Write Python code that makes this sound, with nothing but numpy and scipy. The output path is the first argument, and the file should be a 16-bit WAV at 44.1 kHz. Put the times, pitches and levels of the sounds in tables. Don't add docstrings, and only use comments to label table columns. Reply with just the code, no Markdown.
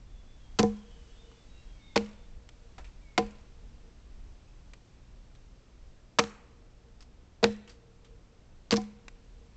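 import sys
import numpy as np
from scipy import signal
from scipy.fft import rfft, irfft
from scipy.io import wavfile

SR = 44100
rng = np.random.default_rng(int(sys.argv[2]) if len(sys.argv) > 2 else 0)


def to_wav(s):
    ch = np.atleast_2d(s).T
    pcm = np.round(np.clip(ch, -1, 1) * 32767)
    wavfile.write(sys.argv[1], SR, pcm.astype(np.int16))


N = 421596
TIME = np.arange(N) / SR

# (time [s], level [dB], length [s], tilt [dB/octave], slab resonance [Hz], resonance lift [dB])
FIBRE_TEARS = [(0.5876, -24, 0.0083, 1.6, 1150, 6.5), (1.9584, -19, 0.0061, -2, 640, 7),
               (3.179, -18.5, 0.0045, -2.3, 760, 7.5), (6.186, -17.5, 0.0044, -.5, 1200, 7.5),
               (7.4284, -25.5, 0.016, -2.7, 530, 10.5), (8.7148, -30, 0.013, 1.7, 1150, 6.5)]
# (time [s], level [dB], length [s], resonance [Hz])
BUNDLE_SNAPS = [(.6295, -26.5, 0.00098, 6000), (1.9754, -19, 0.0011, 2600), (3.1779, -14, 0.0005, 2400),
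                (6.1916, -14, 0.0021, 1250), (6.1928, -14, 0.00051, 6300), (6.195, -25, 0.0037, 2400),
                (7.4407, -11.5, 0.00052, 3800), (7.442, -16, 0.0015, 1870), (8.7086, -15.5, 0.00062, 4800),
                (8.7256, -21.5, 0.0014, 2200), (8.739, -21.5, 0.0012, 1190), (8.7605, -28.5, 0.00069, 6000),
                (8.766, -32, 0.0045, 5300)]
# (frequency [Hz], relative density [dB])
FRACTURE_SPECTRUM = [(150, -11), (310, 2.5), (700, 0.5), (1100, -0.5), (1700, -4), (2500, -2), (3300, -3.5),
                     (4300, -1.5), (6300, -7), (7500, -10), (8800, -35.5)]
# (time [s], braking time [s], drive of mode 1 [dB], of mode 2 [dB], of the rest [dB], thud level [dB])
LOG_BLOWS = [(.590, 0.0055, -18.5, -17.5, -19, -15), (0.632, 0.00086, -21, -13.5, -20.5, -29),
             (1.959, 0.00085, -22.5, -15.5, -30, -26), (3.183, 0.0018, -27, -17.5, -19, -28),
             (6.189, 0.0033, -30.5, -17, -22, -26.5), (7.431, 0.0029, -19.5, -11, -28, -22),
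             (8.7231, .002, -17, -13, -34, -21.5), (8.774, .0023, -35, -41, -28, -38)]
# (frequency [Hz], relative level [dB], t60 [s])
LOG_MODES = [(209.4, 1, 0.36), (465.5, -2.5, 0.17), (320, -1.5, 0.06), (744.7, -2.5, 0.13),
             (815, -16, 0.15), (1010, -11, 0.13), (1355, -16, 0.037), (1810, -23.5, 0.1), (2130, -25, .07)]
# (frequency [Hz], relative density [dB])
THUD_SPECTRUM = [(50, -16), (80, 0), (120, 0), (165, -3.5), (250, 2.5), (350, 0.5), (550, -9.5), (900, -12),
                 (2000, -31), (9000, -55.5)]
# (time [s], level [dB], t60 [s], resonance [Hz])
CHIP_IMPACTS = [(1.315, -55, 0.049, 900), (2.061, -50, 0.028, 3000), (2.490, -46.5, 0.028, 3200),
                (2.781, -44.5, 0.13, 740), (2.844, -54.5, 0.2, 2580), (4.735, -46, 0.029, 2570),
                (5.351, -59.5, 0.065, 3620), (6.238, -34.5, 0.016, 4000), (7.006, -53, 0.076, 4970),
                (7.024, -55, .06, 5000), (7.676, -51, 0.067, 2820), (7.694, -52, 0.16, 4500),
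                (8.046, -60, 0.15, 3500), (8.816, -48, 0.023, 6000), (9.082, -38, 0.021, 2290)]
# (frequency [Hz], relative density [dB])
CHIP_SPECTRUM = [(200, -3.5), (600, -4), (1300, 0), (2400, -2.5), (4500, -6), (6500, -6.5), (7600, -8),
                 (8800, -28)]
# (frequency [Hz], gain [dB], t60 [s])
TRUNK_SCATTER = [(95.9, -29, .4), (220, -31, .35), (460, -25.5, 0.82), (800, -28, 0.85), (1303, -21, 0.75),
                 (2450, -21, 0.7), (5030, -25.5, 0.35), (8800, -15.5, 0.43)]
# (delay [s], spread [s], relative gain [dB])
SLOPE_ECHOES = [(.22, .045, -41), (.45, 0.15, -43), (0.668, 0.052, -40), (0.882, .04, -50.5)]
# (frequency [Hz], relative gain [dB])
SLOPE_RESPONSE = [(150, -35), (300, -17.5), (470, 6.5), (750, -18.5), (1300, -13), (2200, -19), (5000, -21)]
# (time [s], length [s], pitch [Hz], relative level [dB])
BIRD_NOTES = [(.03, 0.21, 3480, -76), (.76, 0.46, 2996, -68.5), (1.144, 0.13, 3600, -64.5),
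              (1.45, 0.22, 3860, -69), (1.72, 0.27, 2180, -67), (1.79, 0.14, 3700, -63.5),
              (2.989, .2, 2220, -66.5), (4.375, .2, 2590, -79)]
# (time [s], relative rumble level [dB], relative leaf level [dB])
BREEZE_LEVELS = [(0, -50, -71), (1.1, -51.5, -66.5), (2.15, -52, -69), (2.37, -47, -71), (2.6, -50, -69.5),
                 (4.601, -51.5, -70.5), (7.1, -58.5, -73), (8.5, -54.5, -72.5), (9.56, -51, -71)]
# (frequency [Hz], relative density [dB])
RUMBLE_SPECTRUM = [(15, 3), (28, 3.5), (45, -1), (70, -9), (120, -26), (250, -27.5)]
LEAF_SPECTRUM = [(600, 5.5), (1500, 2), (2500, 3.5), (4500, 1.5), (6500, 0), (7600, -2), (8800, -24)]
AIR_SPECTRUM = [(40, 1), (80, 0.5), (150, -6.5), (300, -10.5), (500, -13.5), (800, -19.5), (1500, -25),
                (4000, -41)]
# (frequency [Hz], level [dB])
HUM_HARMONICS = [(60, -66.5), (120, -68.5), (180, -73.5), (240, -76), (300, -80.5)]


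def splitting(snap_neutral_hz=3600, snap_tilt_db=1.9):
    out = np.zeros(N)
    for start, db, length, tilt_db, slab_hz, lift_db in FIBRE_TEARS:
        tear = fracture(length, tilt_db)
        add(out, start, from_db(db) * resonate(tear, slab_hz, lift_db, sharpness=2.1))
    for start, db, length, hz in BUNDLE_SNAPS:
        tilt_db = snap_tilt_db * np.log2(hz / snap_neutral_hz)
        snap = fracture(length, tilt_db)
        add(out, start, from_db(db) * resonate(snap, hz, lift_db=10.5))
    return out


def fracture(length, tilt_db, entry_s=0.0002, splinter_t60=0.12, full_tear_s=0.0025):
    t = TIME[:SR // 5]
    entry = 1 - np.exp(-t / entry_s)
    tearing = decay(t - length, t60=0.0018 + 5.5 * length)
    splinter_gain = from_db(-22) * np.sqrt(min(length / full_tear_s, 1))
    splinters = splinter_gain * decay(t - length, splinter_t60)
    return burst(entry * (tearing + splinters), FRACTURE_SPECTRUM, tilt_db, grain_db=5.5)


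def log_knocks(thud_t60=0.091, detune=0.002, radiation_hz=170):
    ring, thud, t = np.zeros(N), np.zeros(N), TIME[:SR // 2]
    for start, braking_s, first_db, second_db, rest_db, thud_db in LOG_BLOWS:
        push = 1 - np.exp(-t / braking_s)
        for k, (hz, db, t60) in enumerate(LOG_MODES):
            drive_db = (first_db, second_db, rest_db)[min(k, 2)]
            pitch = hz * (1 + detune * rng.standard_normal())
            mode = decay(t, t60) * np.sin(2 * np.pi * pitch * t)
            add(ring, start, from_db(db + drive_db) * push * mode)
        impact = burst(push * decay(t, thud_t60), THUD_SPECTRUM, tilt_db=0, grain_db=2.0)
        add(thud, start, from_db(thud_db) * impact)
    radiation = signal.butter(2, radiation_hz, "high", fs=SR, output="sos")
    return signal.sosfilt(radiation, ring) + thud


def chips(neutral_hz=2900, size_tilt_db=1.5):
    out, t = np.zeros(N), TIME[:SR // 5]
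    for start, db, t60, hz in list(CHIP_IMPACTS) + spray():
        tilt_db = size_tilt_db * np.log2(hz / neutral_hz)
        crackle = burst(decay(t, t60), CHIP_SPECTRUM, tilt_db, grain_db=6.5)
        add(out, start, from_db(db) * resonate(crackle, hz, lift_db=7.5))
    return out


def spray(count=5, shortest_s=0.077, mean_extra_s=0.09, loudest_db=-55, fade_db_per_s=62.5, t60=0.039):
    flights = shortest_s + mean_extra_s * rng.exponential(1, (len(FIBRE_TEARS), count))
    impacts = []
    for (start, *_), thrown in zip(FIBRE_TEARS, flights):
        for flight in np.minimum(thrown, 0.5):
            db = loudest_db - fade_db_per_s * (flight - shortest_s)
            hz = 4800 * 2 ** rng.uniform(-0.5, 0.4)
            impacts.append((start + flight, db, t60, hz))
    return impacts


def clearing_response(build_s=0.0067):
    t, response = TIME[:SR + SR // 4], 0
    hz, db, t60 = np.transpose(TRUNK_SCATTER)
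    edges = np.geomspace(70, 10000, 13)
    for low, high in zip(edges, edges[1:]):
        log_centre = np.log(low * high) / 2
        tail = (1 - np.exp(-t / build_s)) * decay(t, np.interp(log_centre, np.log(hz), t60))
        scatter = rng.standard_normal(len(t)) * tail / np.linalg.norm(tail)
        band = signal.butter(2, [low, high], "band", fs=SR, output="sos")
        response += from_db(np.interp(log_centre, np.log(hz), db)) * signal.sosfilt(band, scatter)
    for delay, spread, echo_db in SLOPE_ECHOES:
        swell = np.exp(-0.5 * ((t - delay) / spread) ** 2)
        echo = rng.standard_normal(len(t)) * swell / np.linalg.norm(swell)
        response += from_db(echo_db) * colour(echo, SLOPE_RESPONSE, keep_power=False)
    return response


def birds(waver=0.014, steady_hz=3420, glide_per_octave=0.17):
    out = np.zeros(N)
    for start, length, note_hz, db in list(BIRD_NOTES) + chorus():
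        samples = int(length * SR)
        knots = rng.standard_normal(40)
        wobble = np.interp(np.linspace(0, 1, samples), np.linspace(0, 1, len(knots)), knots)
        glide = glide_per_octave * np.log2(note_hz / steady_hz) * np.linspace(-0.5, 0.5, samples)
        hz = note_hz * (1 + glide + waver * wobble)
        envelope = 2 * np.sqrt(np.hanning(samples))
        add(out, start, from_db(db) * envelope * np.sin(2 * np.pi * np.cumsum(hz) / SR))
    return out


def chorus(count=14, span_s=2.2, note_s=0.14, low_hz=2650, high_hz=3750, relative_db=-70.5):
    return [(span_s * (k + late) / count, note_s, low_hz + height * (high_hz - low_hz), relative_db)
            for k, (late, height) in enumerate(rng.random((count, 2)))]


def breeze(swings_per_s=6, swing_db=3.5, gain_db=1):
    times, rumble_db, leaf_db = np.transpose(BREEZE_LEVELS)
    swings = rng.standard_normal(400)
    gust_db = swing_db * np.interp(TIME * swings_per_s, np.arange(len(swings)), swings)
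    rumble = from_db(np.interp(TIME, times, rumble_db) + gust_db) * noise(RUMBLE_SPECTRUM)
    leaves = from_db(np.interp(TIME, times, leaf_db)) * noise(LEAF_SPECTRUM)
    return from_db(gain_db) * (rumble + leaves)


def air_and_hum(air_db=-61):
    hum = sum(from_db(db) * np.sqrt(2) * np.sin(2 * np.pi * (hz * TIME + rng.random()))
              for hz, db in HUM_HARMONICS)
    return from_db(air_db) * noise(AIR_SPECTRUM) + hum


def burst(envelope, spectrum, tilt_db, grain_db):
    sizes = from_db(grain_db * np.clip(rng.standard_normal(len(envelope)), -2, 2))
    grains = rng.standard_normal(len(envelope)) * sizes * envelope
    edges = np.geomspace(50, 16000, 15)
    centres = np.sqrt(edges[1:] * edges[:-1])
    bins = (edges * len(grains) / SR).astype(int)
    density = np.add.reduceat(np.abs(rfft(grains)) ** 2, bins)[:-1] / np.diff(bins)
    white = colour(grains, np.column_stack([centres, -10 * np.log10(density)]))
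    sound = colour(white, spectrum, tilt_db)
    return sound * np.linalg.norm(envelope) / np.linalg.norm(sound)


def resonate(x, hz, lift_db, sharpness=4.1):
    peak = signal.lfilter(*signal.iirpeak(hz, sharpness, fs=SR), x)
    sound = x + (from_db(lift_db) - 1) * peak
    return sound * np.linalg.norm(x) / np.linalg.norm(sound)


def noise(spectrum):
    return colour(rng.standard_normal(N), spectrum)


def colour(x, spectrum, tilt_db=0, keep_power=True):
    size = 4096
    octave = np.log2(np.maximum(np.fft.rfftfreq(size, 1 / SR), 1))
    hz, db = np.transpose(spectrum)
    octaves_outside = np.maximum(octave - np.log2(hz[-1]), 0) + np.maximum(np.log2(hz[0]) - octave, 0)
    gain = from_db(np.interp(octave, np.log2(hz), db) + tilt_db * (octave - 10) - 20 * octaves_outside)
    cepstrum = irfft(np.log(gain))
    cepstrum[1:size // 2] *= 2
    cepstrum[size // 2 + 1:] = 0
    response = irfft(np.exp(rfft(cepstrum)))
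    if keep_power:
        response /= np.linalg.norm(response)
    return signal.fftconvolve(x, response)[:len(x)]


def decay(t, t60):
    return np.exp(-np.log(1000) * np.maximum(t, 0) / t60)


def from_db(db):
    return 10 ** (np.asarray(db) / 20)


def add(out, start, sound):
    at = round(start * SR)
    out[at:at + len(sound)] += sound[:N - at]


def scene(bird_direct_db=-6, bird_echo_db=15, directions=3):
    knocks = log_knocks() + chips()
    song = birds()
    outgoing = knocks + from_db(bird_echo_db) * song
    echoes = sum(signal.oaconvolve(outgoing + splitting(), clearing_response())[:N]
                 for _ in range(directions))
    direct = knocks + splitting() + from_db(bird_direct_db) * song
    return (direct + echoes / np.sqrt(directions) + breeze() + air_and_hum())[None]


def record(dry, notch_hz=6970, cutoff_hz=8900):
    notched = signal.lfilter(*signal.iirnotch(notch_hz, Q=70, fs=SR), dry)
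    top_cut = signal.ellip(10, 0.3, 90, cutoff_hz, fs=SR, output="sos")
    return signal.sosfilt(top_cut, notched)


dry = scene()
out = record(dry)
to_wav(out)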